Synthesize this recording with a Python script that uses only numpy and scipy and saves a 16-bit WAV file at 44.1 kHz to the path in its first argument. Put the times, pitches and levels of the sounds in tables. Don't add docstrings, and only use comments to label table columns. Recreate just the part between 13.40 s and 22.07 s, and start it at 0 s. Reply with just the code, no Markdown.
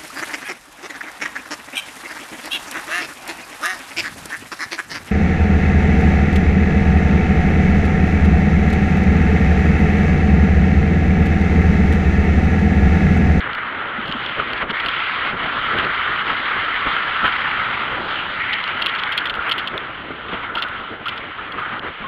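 import sys
import numpy as np
from scipy import signal
from scipy.fft import rfft, irfft, next_fast_len
from scipy.io import wavfile
from scipy.ndimage import uniform_filter1d, minimum_filter1d

SR = 44100
rng = np.random.default_rng(int(sys.argv[2]) if len(sys.argv) > 2 else 0)


def gain_from_db(level_db):
    decades = np.asarray(level_db, float) / 20
    return 10 ** decades


def unload_audio(sound):
    columns = np.transpose(np.atleast_2d(sound))
    steps = np.round(np.clip(columns, -1, 1) * 32767)
    wavfile.write(sys.argv[1], SR, steps.astype(np.int16))


N = 382347

# (time [s], level [dB], length [ms])
ROAD_JOLTS = [(0.186, 4.5, 13), (1.001, 4, 26), (1.22, 6.5, 33), (1.265, -8, 62), (1.323, -9, 23),
              (1.947, -5, 72), (2.4, 7, 14), (2.44, 2.5, 21), (2.84, -3, 51), (2.887, 4, 57),
              (3.482, 3, 66), (3.855, 7.5, 51), (4.729, 3.5, 97), (5.301, 2, 29), (5.926, -3, 95),
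              (5.995, -1, 27), (6.077, 5, 62), (6.121, 6, 9.5), (6.928, 6.5, 114), (7.04, 4.5, 44),
              (7.73, 2, 100), (7.14, -3, 120), (7.175, 3.5, 52), (7.6, -2.5, 90), (7.671, 2, 48),
              (8.102, -3, 83), (8.192, 2.5, 26.0), (8.232, 2, 27.0), (8.404, -8, 34), (8.476, 2, 26)]


def curve(points, hz):
    f, db = np.transpose(points)
    return np.interp(np.log(hz + 1), np.log(np.maximum.accumulate(f)), db, right=-140)


def response(points):
    size = 2048
    cepstrum = irfft(np.log(gain_from_db(curve(points, np.arange(size // 2 + 1) * SR / size))))
    cepstrum[1:size // 2] *= 2
    cepstrum[size // 2 + 1:] = 0
    h = irfft(np.exp(rfft(cepstrum)))
    return h / np.sqrt(np.sum(h ** 2))


def colour(x, points):
    return signal.fftconvolve(x, response(points))[:N]


def walk(rate):
    k = max(int(SR / rate), 2)
    held = np.repeat(rng.standard_normal(N // k + 1), k)
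    return 1.02 * uniform_filter1d(uniform_filter1d(held, k), k)[:N]


def bumps(events):
    t, out = np.arange(N) / SR, np.zeros(N)
    for s, db, ms in events:
        near = slice(max(int((s - ms / 500) * SR), 0), int((s + ms / 500) * SR))
        out[near] += db * np.exp(-(2 * (t[near] - s) / (ms / 1200)) ** 2)
    return out


def bands(x, points, centres_hz):
    size = next_fast_len(N)
    hz = np.arange(size // 2 + 1) * SR / size
    spectrum = rfft(x, size) * gain_from_db(curve(points, hz))
    spectrum *= size / np.sqrt(2 * np.sum(np.abs(spectrum) ** 2))
    for row in np.eye(len(centres_hz)):
        weight = np.interp(np.log(hz + 1), np.log(centres_hz), row)
        yield irfft(spectrum * weight, size)[:N]


def preamp_noise():
    # (frequency [Hz], density [dB per Hz])
    hiss_curve = [(5000, -27.5), (6600, -1.5), (8000, -12.5), (10000, 0.5), (15500, -2.5), (18000, -12.5)]
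    whine = np.sin(2 * np.pi * np.cumsum(15090 + 50 * walk(40)) / SR)
    return gain_from_db(-86) * colour(rng.standard_normal(N), hiss_curve) + gain_from_db(-91) * whine


def leak(db):
    # (frequency [Hz], density [dB per Hz])
    gap_curve = [(4500, -25), (5500, -4.5), (6700, 7), (7600, -1.5), (9000, -7.5), (10600, -1.5),
                 (13000, -12), (15500, -21.5), (18000, -30.5)]
    level = db + 4.5 + .7 * bumps(ROAD_JOLTS) + 1.8 * walk(60) + 1.2 * walk(13)
    return colour(rng.standard_normal(N), gap_curve) * gain_from_db(level)


def buffet(gust_db, rumble_db):
    # (time [s], level [dB], length [ms])
    eddies = [(0.23, -4.5, 120), (0.72, 3, 120), (0.947, -12.5, 32), (0.991, 5.5, 60), (1.188, -6.0, 52),
              (1.233, 6.5, 24), (1.312, 6, 34), (1.377, -7.5, 55), (1.456, 7.5, 24), (1.945, 8, 26),
              (2.05, 3.5, 56), (2.365, 10, 99), (2.445, 8, 76), (2.918, 7.5, 60), (3.475, 14, 37),
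              (3.849, 13.5, 44), (5.778, 2.5, 27), (5.988, 6.5, 33), (6.344, 7.5, 55), (6.506, 5, 36),
              (6.708, 7.5, 15), (6.94, 10, 40), (7.163, 11, 22), (7.933, -6.5, 52), (8.018, 4, 63),
              (8.155, 5.5, 43), (8.249, -8.5, 28), (8.472, 5.5, 68), (8.548, -9, 96), (8.618, 9.5, 32)]
    # (frequency [Hz], density [dB per Hz])
    pressure_curve = [(15, -13), (30, -4.5), (60, -1.5), (150, -2.5), (280, 0), (450, -1), (800, -4.5),
                      (1600, -5.5), (3200, -62)]
    lumps = rng.standard_normal(N) * gain_from_db(1.69 * walk(60) + bumps(eddies))
    parts = bands(lumps, pressure_curve, 30 * 2. ** np.arange(6))
    low, middle, high = rumble_db + 11.5, (gust_db + rumble_db) / 2 + 9.5, gust_db + 4.5
    levels = [low, low, middle, high, high, high]
    return sum(band * gain_from_db(level + 2.3 * walk(24)) for band, level in zip(parts, levels))


def knocks():
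    # (time [s], pitch [Hz], level [dB], length [ms])
    tonal_hits = [(.582, 220, -27, 20), (.688, 201, -25.5, 20), (.745, 260, -26.5, 25),
                  (.998, 1272, -12, 9.2), (1.021, 1270, -18, 5.4), (1.295, 250, -27, 18),
                  (1.535, 1330, -20.5, 9), (2.43, 1383, -26, 5), (3.85, 1404, -23, 6),
                  (5.991, 1465, -17.5, 8.1), (7.159, 900, -24.5, 13), (7.171, 1292, -18, 11),
                  (7.187, 1373, -23, 24), (7.247, 1430, -24, 19), (7.66, 1304, -19, 4.7),
                  (7.667, 1370, -20, 15), (8.18, 1250, -22, 22), (8.22, 1260, -23.5, 25),
                  (8.634, 1120, -28, 44)]
    out, t = np.zeros(N), np.arange(N) / SR
    waver = np.cumsum(60 * walk(150)) / SR
    for s, hz, db, ms in tonal_hits:
        u = (t - s) / (ms / 1000)
        on = (u > 0) & (u < 1.5)
        shape = np.minimum(u[on] / .2, 1) * np.exp(-u[on] ** 4)
        out[on] += gain_from_db(db + 2.5) * shape * np.sin(2 * np.pi * (hz * t[on] + waver[on]))
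    return out


def contacts():
    # (time [s], click [dB], shell ring [dB], bouncing lasts [ms])
    throws = [(.655, -72, -22, 8), (.6903, -63, -23, 9.2), (1.3985, -58, -16.5, 5), (1.4602, -46, -13.5, 5),
              (1.4837, -47.5, -11.5, 5.9), (2.3834, -50, -17, 5), (3.8499, -60, -25, 4),
              (5.4603, -38, -6.5, 8.7), (5.5496, -54.5, -16.5, 10), (5.7205, -47, -14.5, 17),
              (5.7758, -34, -6.5, 13), (5.8556, -47.5, -14.5, 19), (5.8961, -48.5, -13, 7.9),
              (5.9516, -52, -22, 6), (6.0933, -40.5, -14.5, 5), (6.1802, -44, -15, 20),
              (7.1521, -49, -15, 4), (7.2215, -46.5, -10, 17), (6.124, -42.5, -15, 6),
              (7.657, -55, -17.5, 9.9), (7.777, -66, -21.5, 5), (7.6817, -47, -13.5, 15),
              (8.12, -60, -21, 2.5), (8.1977, -61.5, -33, 11.7)]
    # (time [s], click [dB], shell ring [dB], lasts [ms])
    rolls = [(.671, -53.5, -19.5, 11), (1.302, -56.5, -18, 11), (3.864, -49.5, -27, 13),
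             (5.129, -50.5, -12.5, 9.1), (5.4132, -44.5, -12, 13), (5.4843, -59.5, -14, 12),
             (5.585, -60, -16, 12), (6.112, -42, -6, 11), (6.2731, -44.5, -9, 8), (7.1688, -54, -17, 18),
             (7.192, -61, -23, 8.2)]
    # (time [s], click [dB], shell ring [dB])
    touches = [(.0061, -67, -20), (0.1313, -65, -19.5), (0.149, -52, -19), (0.713, -72, -17),
               (.7225, -60, -12.5), (0.7655, -60, -31), (0.8608, -70, -16.5), (1.1328, -51.5, -14),
               (1.1767, -71, -19), (1.3593, -62, -38), (1.4488, -56, -23), (1.637, -65, -20),
               (2.157, -65, -22), (2.4473, -52.5, -16), (3.9223, -62, -20), (5.115, -56, -42),
               (5.239, -56.5, -13), (5.2765, -76, -16), (5.635, -52.5, -9), (5.7737, -61, -25.5),
               (5.8045, -68, -27), (5.9398, -61, -15), (5.9124, -59, -40), (6.137, -57, -18),
               (6.2082, -72, -26), (6.377, -50.5, -13), (7.285, -53, -23), (7.765, -56, -34),
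               (8.393, -64, -19)]
    bounce_ms, touch_ms = 3.8, 1.5
    s, click_db, ring_db, lasts_ms = np.transpose(list(throws) + list(rolls))[:, :, None]
    is_roll = (np.arange(len(s)) >= len(throws))[:, None]
    hardest_ms = lasts_ms * 0.78 * is_roll
    k = np.arange(9)
    gap, click, ring, spread = np.moveaxis(rng.standard_normal((len(s), len(k), 4)), 2, 0)
    late_ms = bounce_ms * (k + .2 * gap * (k > 0))
    away = np.abs(late_ms - hardest_ms) / bounce_ms
    settle_db = 8.0 * np.maximum(late_ms - lasts_ms, 0)
    scatter_db = 2.5 * np.minimum(away, 1)
    rows = [s + late_ms / 1000,
            click_db - 5 * away + scatter_db * click - settle_db,
            ring_db - 1.9 * away + scatter_db * ring - settle_db,
            2.1 * np.exp(.4 * spread)]
    bounces = np.reshape(rows, (len(rows), -1))
    singles = np.transpose([(*row, touch_ms) for row in touches])
    return np.hstack([bounces, singles])


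def rattle():
    # (frequency [Hz], level [dB])
    shell_curve = [(1200, -34), (2000, -13.5), (2400, -11), (2750, 0), (2900, -0.5), (3300, 0.5),
                   (3850, -15), (4050, -13.5), (4450, -17.5), (4800, -28.5), (5150, -29.5), (5700, -42),
                   (6700, -41), (8200, -63)]
    # (frequency [Hz], level [dB])
    click_curve = [(4500, -37), (5600, -9), (6500, -5), (7600, -9.5), (8400, -6.5), (9700, 2), (10700, 2),
                   (11700, 2), (13500, -5.5), (15500, -15), (18000, -27)]
    out, t = np.zeros(N), np.arange(900) / SR
    s, click_db, ring_db, ms = contacts()
    scrapes = rng.standard_normal((len(s), len(t)))
    for points, db, extra_ms in ((click_curve, click_db + 5.5, .3), (shell_curve, ring_db + 0.1, 1.4)):
        u = t / ((ms[:, None] + extra_ms) / 1000)
        blows = scrapes * np.minimum(u / .2, 1) * np.exp(-u ** 3)
        sounds = signal.fftconvolve(blows, response(points)[None])[:, :len(t)]
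        sounds *= (gain_from_db(db) / np.abs(sounds).max(axis=1))[:, None]
        for start, sound in zip((s * SR).astype(int), sounds):
            out[start:start + len(t)] += sound
    return out


def buzz(main_db, upper_db, treble_db):
    # (frequency [Hz], density [dB per Hz])
    cavity_curve = [(350, -27), (650, -17), (850, -12), (1080, -7.5), (1230, -3.5), (1350, 0.5),
                    (1470, -2.5), (1680, -6.5), (2050, -8), (2550, -12), (3100, -7.5), (3500, -14.5),
                    (4600, -32.5), (5980, -62.5)]
    grain = rng.standard_normal(N) * gain_from_db(1.27 * walk(220) + 0.18 * walk(50))
    centres = np.array([600, 850, 1100, 1350, 1650, 2050, 2500, 3000, 3600, 4400, 5300])
    jolt = bumps(ROAD_JOLTS)
    out = 0
    for hz, band in zip(centres, bands(grain, cavity_curve, centres)):
        share = [np.interp(np.log(hz), np.log([1500, 2100, 2900]), row) for row in np.eye(3)]
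        db = share[0] * (main_db + 3.5) + share[1] * (upper_db + 7.0) + share[2] * (treble_db + 8.5)
        top = max(hz - 3600, 0) / 1700
        db = db + top * (0.64 * (treble_db + 33.5) + 1.5 * walk(30))
        out = out + band * gain_from_db(db + jolt + 2.14 * walk(25))
    return out


def scene():
    # (time [s], road shake [dB], airflow over the shell [dB], gust [dB])
    ride = [(0.0, -28.5, -39, -37.5), (0.51, -29, -40, -39), (0.89, -30.5, -34, -38),
            (1.23, -28.5, -35.5, -35), (1.57, -27, -30.5, -42.5), (1.93, -26, -32.5, -36.5),
            (2.61, -25, -31.5, -41), (4.25, -25, -31, -39.5), (4.54, -28, -33.5, -33),
            (4.95, -29.5, -33, -39.5), (5.43, -28, -34.5, -42), (5.96, -27.5, -37.5, -41),
            (6.86, -38, -42, -40), (7.1, -29, -39.5, -41.5), (7.58, -37, -41, -41),
            (7.92, -34.5, -40, -44.5), (8.31, -29.5, -40.5, -39), (8.67, -39, -42, -41)]
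    # (time [s], level [dB], length [ms])
    side_wind = [(.21, 4.5, 360), (1.38, 4, 200), (1.7, 1.5, 510), (2.1, -2, 180), (3.35, 1, 360),
                 (4.75, -4.5, 500), (5.01, 6, 90), (5.13, 6, 250), (5.45, 5.5, 380), (5.72, 3, 250),
                 (6.2, 3, 250), (4.15, 1.5, 350), (7.4, -1.5, 230), (7.6, -5.5, 150), (8.25, -1, 200)]
    # (time [s], level [dB], length [ms])
    seals = [
        (.74, 11, 250),
        (1.6, -4.5, 400),
        (2.1, -7, 200),
        (2.75, 2.5, 300),
        (3.2, -2.5, 200),
        (4.7, 6, 800),
        (5.65, -11, 600),
        (6.35, 5, 200),
        (6.98, 7, 170),
        (7.85, 3, 200),
    ]
    s, *columns = np.transpose(ride)
    shake, air, gust = (np.interp(np.arange(N) / SR, s, c) for c in columns)
    shake, air, gust = shake + 0.43, air - 0.46, gust + 1.3
    extra_air = air + 32.5
    upper = 0.56 * air + (1 - 0.56) * shake + 3.0 + bumps(side_wind)
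    rumble = -45.5 + .6 * (gust + 38.5) + 0.22 * extra_air
    hiss = -80 + 2.1 * extra_air + bumps(seals)
    treble = air + 0.55 * np.minimum(bumps(ROAD_JOLTS), 0)
    mix = leak(hiss) + buffet(gust, rumble) + knocks() + rattle() + buzz(shake, upper, treble)
    return mix[None]


def low_pass(x):
    return signal.sosfilt(signal.butter(12, 15830, fs=SR, output="sos"), x)


def record(dry):
    # (frequency [Hz], width [Hz])
    notches = [(5990, 530), (8000, 600)]
    crest = -minimum_filter1d(-np.abs(dry), size=129)
    x = dry * uniform_filter1d(np.minimum(.62 / (crest + 1e-9), 1), size=65)
    for hz, width_hz in notches:
        x = signal.lfilter(*signal.iirnotch(hz, hz / width_hz, fs=SR), x)
    x = x + preamp_noise()
    x = signal.sosfilt(signal.ellip(8, .5, 60, 15770, fs=SR, output="sos"), x)
    return low_pass(x)


dry = scene()
out = record(dry)
unload_audio(out)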